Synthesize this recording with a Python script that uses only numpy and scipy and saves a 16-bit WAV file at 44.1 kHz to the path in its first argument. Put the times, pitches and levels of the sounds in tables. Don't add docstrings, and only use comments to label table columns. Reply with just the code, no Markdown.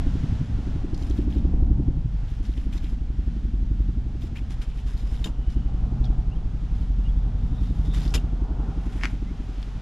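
import sys
import numpy as np
from scipy import signal
from scipy.fft import rfft, irfft, next_fast_len
from scipy.io import wavfile
from scipy.ndimage import uniform_filter1d

SR = 44100
rng = np.random.default_rng(int(sys.argv[2]) if len(sys.argv) > 2 else 0)


def unload_audio(sound):
    columns = np.transpose(np.atleast_2d(sound))
    steps = np.round(np.clip(columns, -1, 1) * 32767)
    wavfile.write(sys.argv[1], SR, steps.astype(np.int16))


N = 432621
TIME = np.arange(N) / SR
SIDES = np.array([[1], [-1]])
TOP_HZ = 14400


def undb(db):
    return 10 ** (np.asarray(db) / 20)


def unit(x):
    return x / np.sqrt(np.mean(x ** 2) + 1e-18)


def curves(table):
    times, *columns = np.transpose(table)
    return [np.interp(TIME, times, column) for column in columns]


def add(track, start_s, sound):
    i = max(int(start_s * SR), 0)
    track[i:i + len(sound)] += sound[:max(N - i, 0)]


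def colour(x, spectrum, causal=False):
    size = next_fast_len(N + SR // 2, True) // 2 * 2
    hz, db = np.transpose(spectrum)
    bin_hz = np.fft.rfftfreq(size, 1 / SR) + 1
    gain = undb(np.interp(np.log(bin_hz), np.log(hz), db))
    gain = unit(gain / (1 + (bin_hz / hz[-1]) ** 4))
    if causal:
        cepstrum = irfft(np.log(gain + 1e-9))
        gain = np.exp(rfft(2 * cepstrum[:size // 2], size) - cepstrum[0])
    return irfft(rfft(x, size) * gain)[..., :N]


def noise():
    return rng.standard_normal(N)


def drift(rate_hz):
    hold = int(SR / rate_hz)
    steps = np.repeat(rng.standard_normal(N // hold + 1), hold)
    return unit(uniform_filter1d(uniform_filter1d(steps, hold), hold)[:N])


def decay(t60_s):
    return np.exp(-np.log(1000) * np.arange(int(t60_s * SR) + 2) / (t60_s * SR))


def burst(db, t60_s, grit_db):
    envelope = decay(t60_s)
    carrier, grit = rng.standard_normal((len(envelope), 2)).T
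    sound = envelope * carrier * undb(grit_db * grit)
    return undb(db) * sound * np.linalg.norm(envelope) / np.linalg.norm(sound)


def bursts(table, grit_db):
    track = np.zeros(N)
    for start_s, db, t60_s, *_ in table:
        add(track, start_s, burst(db, t60_s, grit_db))
    return track


def reflections(x, t60_s):
    envelope = decay(t60_s)
    tail = envelope * rng.standard_normal(len(envelope))
    return signal.fftconvolve(x, tail / np.linalg.norm(tail))[:N]


def spread(x, wet_db, t60_s, pan_db):
    reflected = undb(wet_db) * reflections(x, t60_s)
    return undb(SIDES * pan_db / 2) * x + SIDES * reflected


# frequency in Hz, relative level in dB.
WASH_SPECTRUM = [(200, -20), (400, 10.5), (540, 1), (750, 6), (1000, -0.5), (1400, -4.5), (2000, -37),
                 (4000, -34.5)]
HISS_SPECTRUM = [(500, -4), (1400, 9.5), (2200, 4.5), (3300, 4.5), (4300, -0.5), (5500, -2), (7200, -7),
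                 (8500, -13), (10500, -15), (12000, -20), (14500, -30.5)]
# time in seconds, level in dB.
WASH_LEVELS = [(0, -56.5), (1.0, -54), (2.1, -82), (3.6, -65.5), (5.1, -55.5), (5.5, -58), (5.85, -50.5),
               (6.6, -56), (7.3, -54), (8.65, -47.5), (9.2, -54.5), (9.8, -53.5)]
HISS_LEVELS = [(0, -51.5), (0.7, -55.5), (1.7, -59.5), (3.8, -59), (6.3, -59), (7.4, -58), (8.4, -57.5),
               (9.8, -55.5)]
def air():
    wash = colour(noise() * undb(SIDES * .5) + SIDES * undb(-16) * noise(), WASH_SPECTRUM)
    wash *= undb(curves(WASH_LEVELS)[0] + .9 * drift(12))
    hiss = colour(noise() * undb(SIDES * .34) + SIDES * undb(-13) * noise(), HISS_SPECTRUM)
    hiss *= undb(curves(HISS_LEVELS)[0] + .86 * drift(6.6))
    return wash + hiss


# start in seconds, length in seconds, pitch in Hz, level in dB, flutter in Hz.
WHINES = [(4.85, .45, 5100, -69, 400), (5.198, 0.69, 2960, -67, 350), (5.601, 0.89, 750, -57, 300),
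          (6.95, 0.55, 3520, -68.5, 500), (7.3, 0.62, 3680, -66, 550), (7.402, 2.4, 1437, -65.5, 300),
          (7.8, .34, 3580, -56, 550), (8.3, .5, 850, -57, 350)]
def whines():
    track = np.zeros(N)
    for start_s, length_s, hz, db, flutter_hz in WHINES:
        count = int(length_s * SR)
        phase = 2 * np.pi * hz * TIME
        band = drift(flutter_hz) * np.cos(phase) + drift(flutter_hz) * np.sin(phase)
        band = unit(band * undb(3.5 * drift(60)))
        add(track, start_s, undb(db) * np.sqrt(np.hanning(count)) * band[:count])
    return track


# start and length in seconds, first and last pitch in Hz, level in dB, waver in Hz.
BIRD_NOTES = [(5.655, .08, 810, 790, -49, 25), (6.035, .05, 3650, 3200, -51, 110),
              (6.303, .048, 2580, 3050, -52, 60), (6.345, .04, 3080, 3160, -58, 110),
              (7.035, .06, 2750, 2920, -52, 45), (7.078, .035, 3250, 3400, -54.5, 70),
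              (8.68, .1, 780, 800, -47, 25), (9.24, .09, 1850, 2350, -55, 35)]
def birds():
    track = np.zeros(N)
    waver = drift(900)
    for start_s, length_s, first_hz, last_hz, db, waver_hz in BIRD_NOTES:
        count = int(length_s * SR)
        hz = np.linspace(first_hz, last_hz, count) + waver_hz * waver[int(start_s * SR):][:count]
        add(track, start_s, undb(db) * np.hanning(count) * np.sin(2 * np.pi * np.cumsum(hz) / SR))
    return spread(track, wet_db=-10, t60_s=.2, pan_db=.5)


# frequency in Hz, relative level in dB.
WIND_SPECTRUM = [(10, -1), (25, 10), (70, 5), (130, -7.5), (220, -18.5), (330, -26), (600, -31), (800, -29),
                 (1300, -40.5)]
# time in seconds, level in dB.
GUST_LEVELS = [(0, -22.5), (.7, -26), (1.15, -27), (1.55, -20.5), (2.1, -28.5), (4.3, -32), (7.0, -30.5),
               (8.05, -30), (8.6, -36)]
def wind():
    gusts = unit(colour(noise(), WIND_SPECTRUM)) * undb(curves(GUST_LEVELS)[0] + .98 * drift(14))
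    eddies = undb(-53.5) * unit(colour(noise(), WIND_SPECTRUM))
    return gusts + SIDES * eddies


def blade_pulses(passages, jitter_db):
    at = np.flatnonzero(np.diff(np.floor(passages)))
    pulses = np.zeros(N)
    pulses[at] = -undb(jitter_db * rng.standard_normal(len(at)))
    return unit(pulses)


# frequency in Hz, relative level in dB.
THUMP_SPECTRUM = [(6, -27), (11, -12), (23, -2), (34, -5), (45, 1), (57, 1), (68, -3), (80, -11),
                  (100, -22), (160, -42)]
# time in seconds, levels of the deep, middle and upper band in dB.
THUMP_BAND_LEVELS = [(0, -33, -37, -34.5), (.4, -39, -51, -31.5), (.85, -40, -52, -36),
                     (1.3, -35, -49, -22.5), (1.7, -29.5, -34, -25), (2.1, -33.5, -28, -33),
                     (2.8, -37, -32, -33), (3.3, -35, -28, -29.5), (3.8, -44, -22, -30),
                     (4.05, -41, -34.5, -32), (4.4, -36, -31, -39), (4.9, -33, -29, -35.5),
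                     (5.6, -31, -28, -29), (6.1, -27, -23.5, -29), (6.52, -31, -31.5, -38),
                     (6.85, -33, -24, -32.5), (7.4, -38.5, -26, -30), (7.95, -49, -23, -27),
                     (8.5, -48, -27, -30), (9.1, -43, -28.5, -36), (9.8, -39, -30.5, -45)]
def rotor_thump(passages):
    beat = blade_pulses(passages + .07, jitter_db=.7)
    wall_echo = blade_pulses(passages - .38 + .03 * drift(1.5), jitter_db=2)
    throb = 1 + .2 * np.cos(2 * np.pi * (passages - .12))
    thump = throb * colour(beat + .2 * wall_echo + .22 * noise(), THUMP_SPECTRUM, causal=True)
    spectrum, bin_hz = rfft(thump), np.fft.rfftfreq(N, 1 / SR)
    deep, lower = (irfft(spectrum / (1 + (bin_hz / split_hz) ** 24), N) for split_hz in (40, 51))
    bands = deep, lower - deep, thump - lower
    return sum(unit(band) * undb(db) for band, db in zip(bands, curves(THUMP_BAND_LEVELS)))


# frequency in Hz, relative level in dB.
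SLAP_SPECTRUM = [(110, -30), (150, 0), (175, 3.5), (205, 2), (240, 3.5), (268, -3), (315, -13), (390, -24),
                 (520, -27), (1000, -46.5)]
# time in seconds, power share of the higher resonance from 0 to 1.
SLAP_HIGH_SHARE = [(0, 0.3), (.5, 0.01), (.95, 1), (1.35, 0.6), (1.8, 0.43), (2.2, 0.32), (2.7, 0.24),
                   (3.3, 0.26), (3.9, 0.3), (4.5, 0.18), (6.0, .25), (7.4, 0), (8.3, 0.49), (9.8, .15)]
def rotor_slap(pulses, swirl):
    high_share = curves(SLAP_HIGH_SHARE)[0]
    slap = np.zeros(N)
    for share, pitch_ratio in ((1 - high_share, 1), (high_share, 1.2)):
        resonance = [(hz * pitch_ratio, db) for hz, db in SLAP_SPECTRUM]
        rattle = unit(colour(reflections(pulses, t60_s=.3), resonance))
        rush = colour(.3 * pulses + noise(), resonance)
        slap += np.sqrt(share) * unit(swirl * rattle + .65 * rush)
    return slap


# time in seconds, levels of blade-rate harmonics 11 and 14 in dB.
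HUM_LEVELS = [(5.3, -42, -58), (6.1, -29, -44), (6.5, -44, -39), (7.05, -42, -49), (7.45, -32, -44),
              (7.8, -38, -35), (8.3, -39, -35), (8.8, -48, -48), (9.8, -54, -50)]
def rotor_hum(passages):
    hum = sum(undb(db) * np.cos(2 * np.pi * harmonic * passages + .45 * drift(9))
              for harmonic, db in zip((11, 14), curves(HUM_LEVELS)))
    return hum * undb(1.5 * drift(4.9))


BLADE_RATE_HZ, MACH = 11.384, .0188
CLOSEST_S, PASS_WIDTH_S = 4.0, 2.2
# frequency in Hz, relative level in dB.
CHURN_SPECTRUM = [(30, -18.5), (70, -15.5), (100, 7.5), (125, 4), (160, -1.5), (190, -4), (260, -33.5),
                  (450, -45.5), (900, -80)]
# time in seconds, churn level in dB, slap level in dB.
ROTOR_LEVELS = [(0, -33.5, -32), (0.3, -25, -36), (0.8, -37.5, -36.5), (1.3, -36.5, -31),
                (1.85, -27.5, -30.5), (2.2, -36.5, -52), (2.5, -48, -37), (3.0, -45, -40.5),
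                (3.65, -36.5, -36.5), (4.2, -41.5, -38), (4.7, -45.5, -47), (5.4, -39, -42.5),
                (5.95, -35.5, -36.5), (6.5, -37.5, -43), (7.05, -36, -41.5), (7.45, -34.5, -37),
                (7.9, -37.5, -39.5), (8.5, -38, -38.5), (9.2, -39, -39), (9.8, -43.5, -46.5)]
def helicopter():
    delay_s = MACH * np.hypot(TIME - CLOSEST_S, PASS_WIDTH_S)
    passages = .233 + BLADE_RATE_HZ * (TIME - delay_s)
    swirl = .45 + np.exp(2.5 * (np.cos(2 * np.pi * passages) - 1))
    pulses = blade_pulses(passages, jitter_db=1.8)
    echoes = reflections(blade_pulses(passages + .07, jitter_db=.7), t60_s=.3)
    churn_db, slap_db = curves(ROTOR_LEVELS)
    turbulence = .25 * pulses + .5 * echoes + .9 * swirl * noise()
    churn = undb(churn_db) * unit(colour(turbulence, CHURN_SPECTRUM))
    slap = undb(slap_db) * rotor_slap(pulses, swirl)
    return rotor_thump(passages) + churn + slap + rotor_hum(passages)


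# frequency in Hz, relative level in dB.
TABLE_SPECTRUM = [(60, -10), (130, -5), (220, 3), (330, -2), (450, -10), (700, -15), (1300, -19),
                  (2500, -41)]
# start in seconds, level in dB, t60 in seconds.
THUDS = [(5.257, -31, 0.24), (8.15, -27, 0.14)]
def table_thuds():
    return colour(bursts(THUDS, grit_db=-2.5), TABLE_SPECTRUM, causal=True)


SNAP_DB, SPLINTER_DB, SPLINTER_LAG_S = 15, -4, .0008
# frequency in Hz, relative level in dB.
BONE_SPECTRUM = [(200, -24), (700, -11), (1200, -4.5), (1700, 1.5), (2150, 3), (2900, -3.5), (3600, -15),
                 (4300, -16), (4900, -12), (7000, -22), (9000, -33), (13000, -38), (14500, -55)]
# start in seconds, base level in dB, splinter t60 in seconds.
BONE_SNAPS = [(9.012, -37.5, 0.018), (9.020, -43, .08), (9.028, -40, .03), (9.032, -34, 0.018),
              (9.0355, -17.5, 0.008), (9.041, -26, 0.026), (9.0465, -25, 0.026), (9.055, -19, 0.01),
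              (9.061, -35, 0.04), (9.071, -41, .03), (9.085, -47, .09)]
def bone_crack():
    splinters = [(start_s + SPLINTER_LAG_S, db, t60_s) for start_s, db, t60_s in BONE_SNAPS]
    snaps = undb(SPLINTER_DB) * bursts(splinters, grit_db=3)
    for start_s, db, _ in BONE_SNAPS:
        add(snaps, start_s, undb([db + SNAP_DB]))
    crack = colour(snaps, BONE_SPECTRUM, causal=True)
    crack += undb(-14) * reflections(crack, t60_s=.15)
    return spread(crack, wet_db=-15, t60_s=.13, pan_db=2.5)


# frequency in Hz, bandwidth in Hz, relative level in dB.
KNIFE_MODES = [(2650, 260, -3), (3120, 200, 2), (3680, 260, 1), (4100, 200, -7), (5090, 110, 2),
               (5850, 200, -8), (7150, 350, -4), (8300, 200, -12), (9900, 500, -16)]
def knife_ring(drive):
    t = np.arange(SR // 10) / SR
    response = np.zeros(len(t))
    for k, (hz, width_hz, db) in enumerate(KNIFE_MODES):
        envelope = undb(db) * width_hz * np.exp(-np.pi * width_hz * t)
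        response += (-1) ** k * envelope * np.sin(2 * np.pi * hz * t)
    return signal.fftconvolve(drive, response / np.linalg.norm(response))[:N]


# frequency in Hz, relative level in dB.
STEEL_SPECTRUM = [(300, -4), (800, 0), (1500, 0), (2000, -1), (2500, -2.5), (3100, 4.5), (3900, -2.5),
                  (4500, -1), (5200, -7), (6200, -4.5), (7100, -2), (8000, -12), (10000, -8.5),
                  (14000, -12)]
# start in seconds, scrape level in dB, scrape t60 in seconds,
# lower mode in Hz, its level in dB, upper mode in Hz, its level in dB.
FLICKS = [(5.243, -37, 0.044, 3090, -34, 3690, -29), (5.245, -41, 0.05, 2840, -43, 7200, -38),
          (5.257, -43, 0.13, 3200, -42, 5160, -44), (5.273, -64, 0.048, 2830, -40.5, 3300, -54),
          (8.14, -29.5, 0.062, 2710, -31, 3110, -29.5), (8.146, -29, 0.061, 3120, -29, 5110, -33),
          (8.153, -30, 0.07, 2430, -32, 5130, -30), (8.178, -51, 0.1, 2780, -35.5, 3250, -46)]
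def knife_flicks():
    scrape = colour(bursts(FLICKS, grit_db=.5), STEEL_SPECTRUM, causal=True)
    ring = undb(-5.5) * knife_ring(bursts(FLICKS, grit_db=3))
    twang, envelope = np.zeros(N), decay(t60_s=.028)
    flex = 1 + .018 * drift(700)
    for start_s, _, _, lower_hz, lower_db, upper_hz, upper_db in FLICKS:
        warped_s = np.cumsum(flex[int(start_s * SR):][:len(envelope)]) / SR
        for hz, db in ((lower_hz, lower_db), (upper_hz, upper_db)):
            add(twang, start_s, undb(db) * np.sqrt(2) * envelope * np.sin(2 * np.pi * hz * warped_s))
    return scrape + ring + twang


def wet_pops(centre_hz, count, t60_s, pitch_scatter):
    at = rng.integers(0, N, count)
    detune, size = rng.standard_normal((count, 2)).T
    envelope = decay(t60_s)
    offsets = np.arange(len(envelope))
    hz = np.minimum(centre_hz[at] * np.exp(pitch_scatter * detune), TOP_HZ)
    gain = undb(4.5 * np.clip(size, -2, 2))
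    waves = gain[:, None] * envelope * np.sin(2 * np.pi * hz[:, None] * offsets / SR)
    return unit(np.bincount((at[:, None] + offsets).ravel(), waves.ravel(), N)[:N])


# start in seconds, level in dB, t60 in seconds, centre in Hz.
TICKS = [(.944, -43.5, .035, 4400), (.977, -48, .015, 5500), (.994, -51, .015, 3800),
         (1.025, -44.5, .014, 4200), (1.097, -49, .04, 5500), (1.110, -44, .02, 3200),
         (1.177, -52, .04, 3200), (1.206, -52, .012, 2800), (1.337, -54, .03, 3800),
         (1.371, -49, .012, 2600), (1.383, -50, .025, 3900), (2.453, -48, .025, 3900),
         (2.537, -49, .02, 2900), (2.577, -45, .025, 2800), (2.727, -42, .03, 2900),
         (2.777, -46, .035, 4200), (2.846, -49, .02, 2900), (4.221, -49, .02, 3300),
         (4.369, -43.5, .03, 2550), (4.519, -45, .012, 3400), (4.617, -44, .04, 3400),
         (4.883, -50, .02, 3500), (5.501, -51, .03, 4500), (7.977, -43, .015, 3200),
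         (8.017, -41, .02, 3600), (8.052, -43, .015, 4300), (8.078, -40.5, .025, 4200),
         (8.105, -47, .025, 5200), (8.94, -48, .015, 2200), (9.582, -48, .012, 3200),
         (9.628, -37.5, .012, 3500)]
def edge_ticks(splash_spectrum):
    clicks = np.zeros(N)
    for start_s, db, t60_s, hz in TICKS:
        kick = burst(db, t60_s, grit_db=3)
        resonance = signal.iirpeak(hz, Q=1.9, fs=SR)
        click = signal.lfilter(*resonance, signal.lfilter(*resonance, kick))
        add(clicks, start_s, click * np.linalg.norm(kick) / np.linalg.norm(click))
    return clicks + undb(-9) * colour(bursts(TICKS, grit_db=3), splash_spectrum, causal=True)


BITE_SHARE, LET_GO_S = .18, .16
# start in seconds, length in seconds,
# rasp level in dB, crunch pitch in Hz, crunch level in dB, sizzle pitch in Hz.
SAW_STROKES = [(0.95, 0.25, -58, 4400, -61, 9900), (1.151, 0.11, -60, 2900, -57, 12500),
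               (1.292, 0.13, -59, 3280, -56, 12600), (2.268, 0.14, -63, 3500, -65, 11500),
               (2.425, 0.13, -58.5, 3740, -61, 9900), (2.55, 0.13, -63, 2900, -63.5, 10000),
               (2.72, 0.07, -54.5, 2900, -63, 12100), (2.762, .06, -66, 3870, -64, 12000),
               (2.822, 0.08, -60.5, 2850, -57.5, 12500), (2.89, .07, -64, 3000, -66, 12000),
               (4.205, 0.083, -54.5, 3100, -64, 12000), (4.352, 0.055, -56, 2400, -49.5, 12000),
               (4.497, 0.059, -54, 3400, -63, 9800), (4.612, 0.05, -53, 2300, -56, 9400),
               (4.68, 0.066, -74, 2700, -62, 10500), (4.77, 0.042, -66, 3000, -60, 10000),
               (4.857, 0.1, -59, 3480, -64, 9800), (4.965, 0.076, -57, 3700, -61, 11800),
               (5.49, 0.073, -60, 4500, -67, 10000), (6.035, 0.043, -68, 3420, -53, 9900),
               (6.74, 0.19, -65, 3400, -64, 10500), (7.6, 0.11, -71, 4200, -64, 11000),
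               (7.85, 0.038, -63, 4500, -62, 11000), (7.93, 0.083, -52, 3300, -60, 11300),
               (7.997, .08, -57, 3400, -59, 11100)]
LONG_DRAWS = [(2.2, .8, -71, 2870, -66, 10500), (4.25, 0.81, -65, 3000, -68, 10400),
              (4.99, 0.32, -54, 3580, -55, 10400), (7.294, 0.89, -60.5, 3570, -76, 10900),
              (7.91, 0.34, -54, 5440, -55.5, 11000), (8.77, 0.42, -53.5, 2200, -52, 9400),
              (9.3, 0.48, -63.5, 3520, -73, 10700)]
def cut_controls():
    def stroke(progress, length_s):
        return np.interp(progress, [0, BITE_SHARE, 1], [0, 1, 0]) ** .65

    def draw(progress, length_s):
        return progress ** .76 * np.minimum((1 - progress) * length_s / LET_GO_S, 1)

    rasp_gain, crunch_gain, crunch_sum, sizzle_sum = np.zeros((4, N))
    for table, shape in ((SAW_STROKES, stroke), (LONG_DRAWS, draw)):
        for start_s, length_s, rasp_db, crunch_hz, crunch_db, sizzle_hz in table:
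            envelope = shape(np.linspace(0, 1, int(length_s * SR)), length_s)
            add(rasp_gain, start_s, undb(rasp_db) * envelope)
            add(crunch_gain, start_s, undb(crunch_db) * envelope)
            add(crunch_sum, start_s, crunch_hz * undb(crunch_db) * envelope)
            add(sizzle_sum, start_s, sizzle_hz * undb(rasp_db) * envelope)
    active = rasp_gain > 0
    crunch_hz = np.interp(TIME, TIME[active], crunch_sum[active] / crunch_gain[active])
    sizzle_hz = np.interp(TIME, TIME[active], sizzle_sum[active] / rasp_gain[active])
    return rasp_gain, crunch_gain, crunch_hz, sizzle_hz


GRAINS_PER_S, RING_DB, SIZZLE_DB = 900, -6, -17
# frequency in Hz, relative level in dB.
FLESH_SPECTRUM = [(300, -9), (1000, 6.5), (2000, 7.5), (2800, 3.5), (3700, 2), (4500, -1.5), (5300, 1.5),
                  (7200, -4), (8300, -6.5), (10000, -7.5), (12500, -9.5), (14500, -23)]
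def knife_cuts():
    rasp_gain, crunch_gain, crunch_hz, sizzle_hz = cut_controls()
    grains = (rng.random(N) < GRAINS_PER_S / SR) * rng.choice([-1, 1], N)
    grains = grains * undb(-np.minimum(rng.exponential(size=N), 4))
    tearing = (unit(grains) + undb(-7) * noise()) * rasp_gain * undb(2.2 * drift(90) + .5)
    rasp = colour(tearing, FLESH_SPECTRUM, causal=True)
    crunch_hz *= np.exp(.06 * drift(35))
    crunch = crunch_gain * wet_pops(crunch_hz, count=4000, t60_s=.005, pitch_scatter=.17)
    sizzle = rasp_gain * wet_pops(sizzle_hz, count=8000, t60_s=.003, pitch_scatter=.06)
    ring = knife_ring(noise() * rasp_gain)
    return rasp + undb(RING_DB) * ring + crunch + undb(SIZZLE_DB) * sizzle + edge_ticks(FLESH_SPECTRUM)


def scene():
    background = air() + whines() + birds() + wind() + helicopter()
    knife = spread(knife_cuts() + knife_flicks(), wet_db=-10.5, t60_s=.04, pan_db=1.4)
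    return background + table_thuds() + bone_crack() + knife


def record(dry):
    return signal.sosfilt(signal.ellip(10, .2, 80, TOP_HZ, fs=SR, output="sos"), dry)


dry = scene()
out = record(dry)
unload_audio(out)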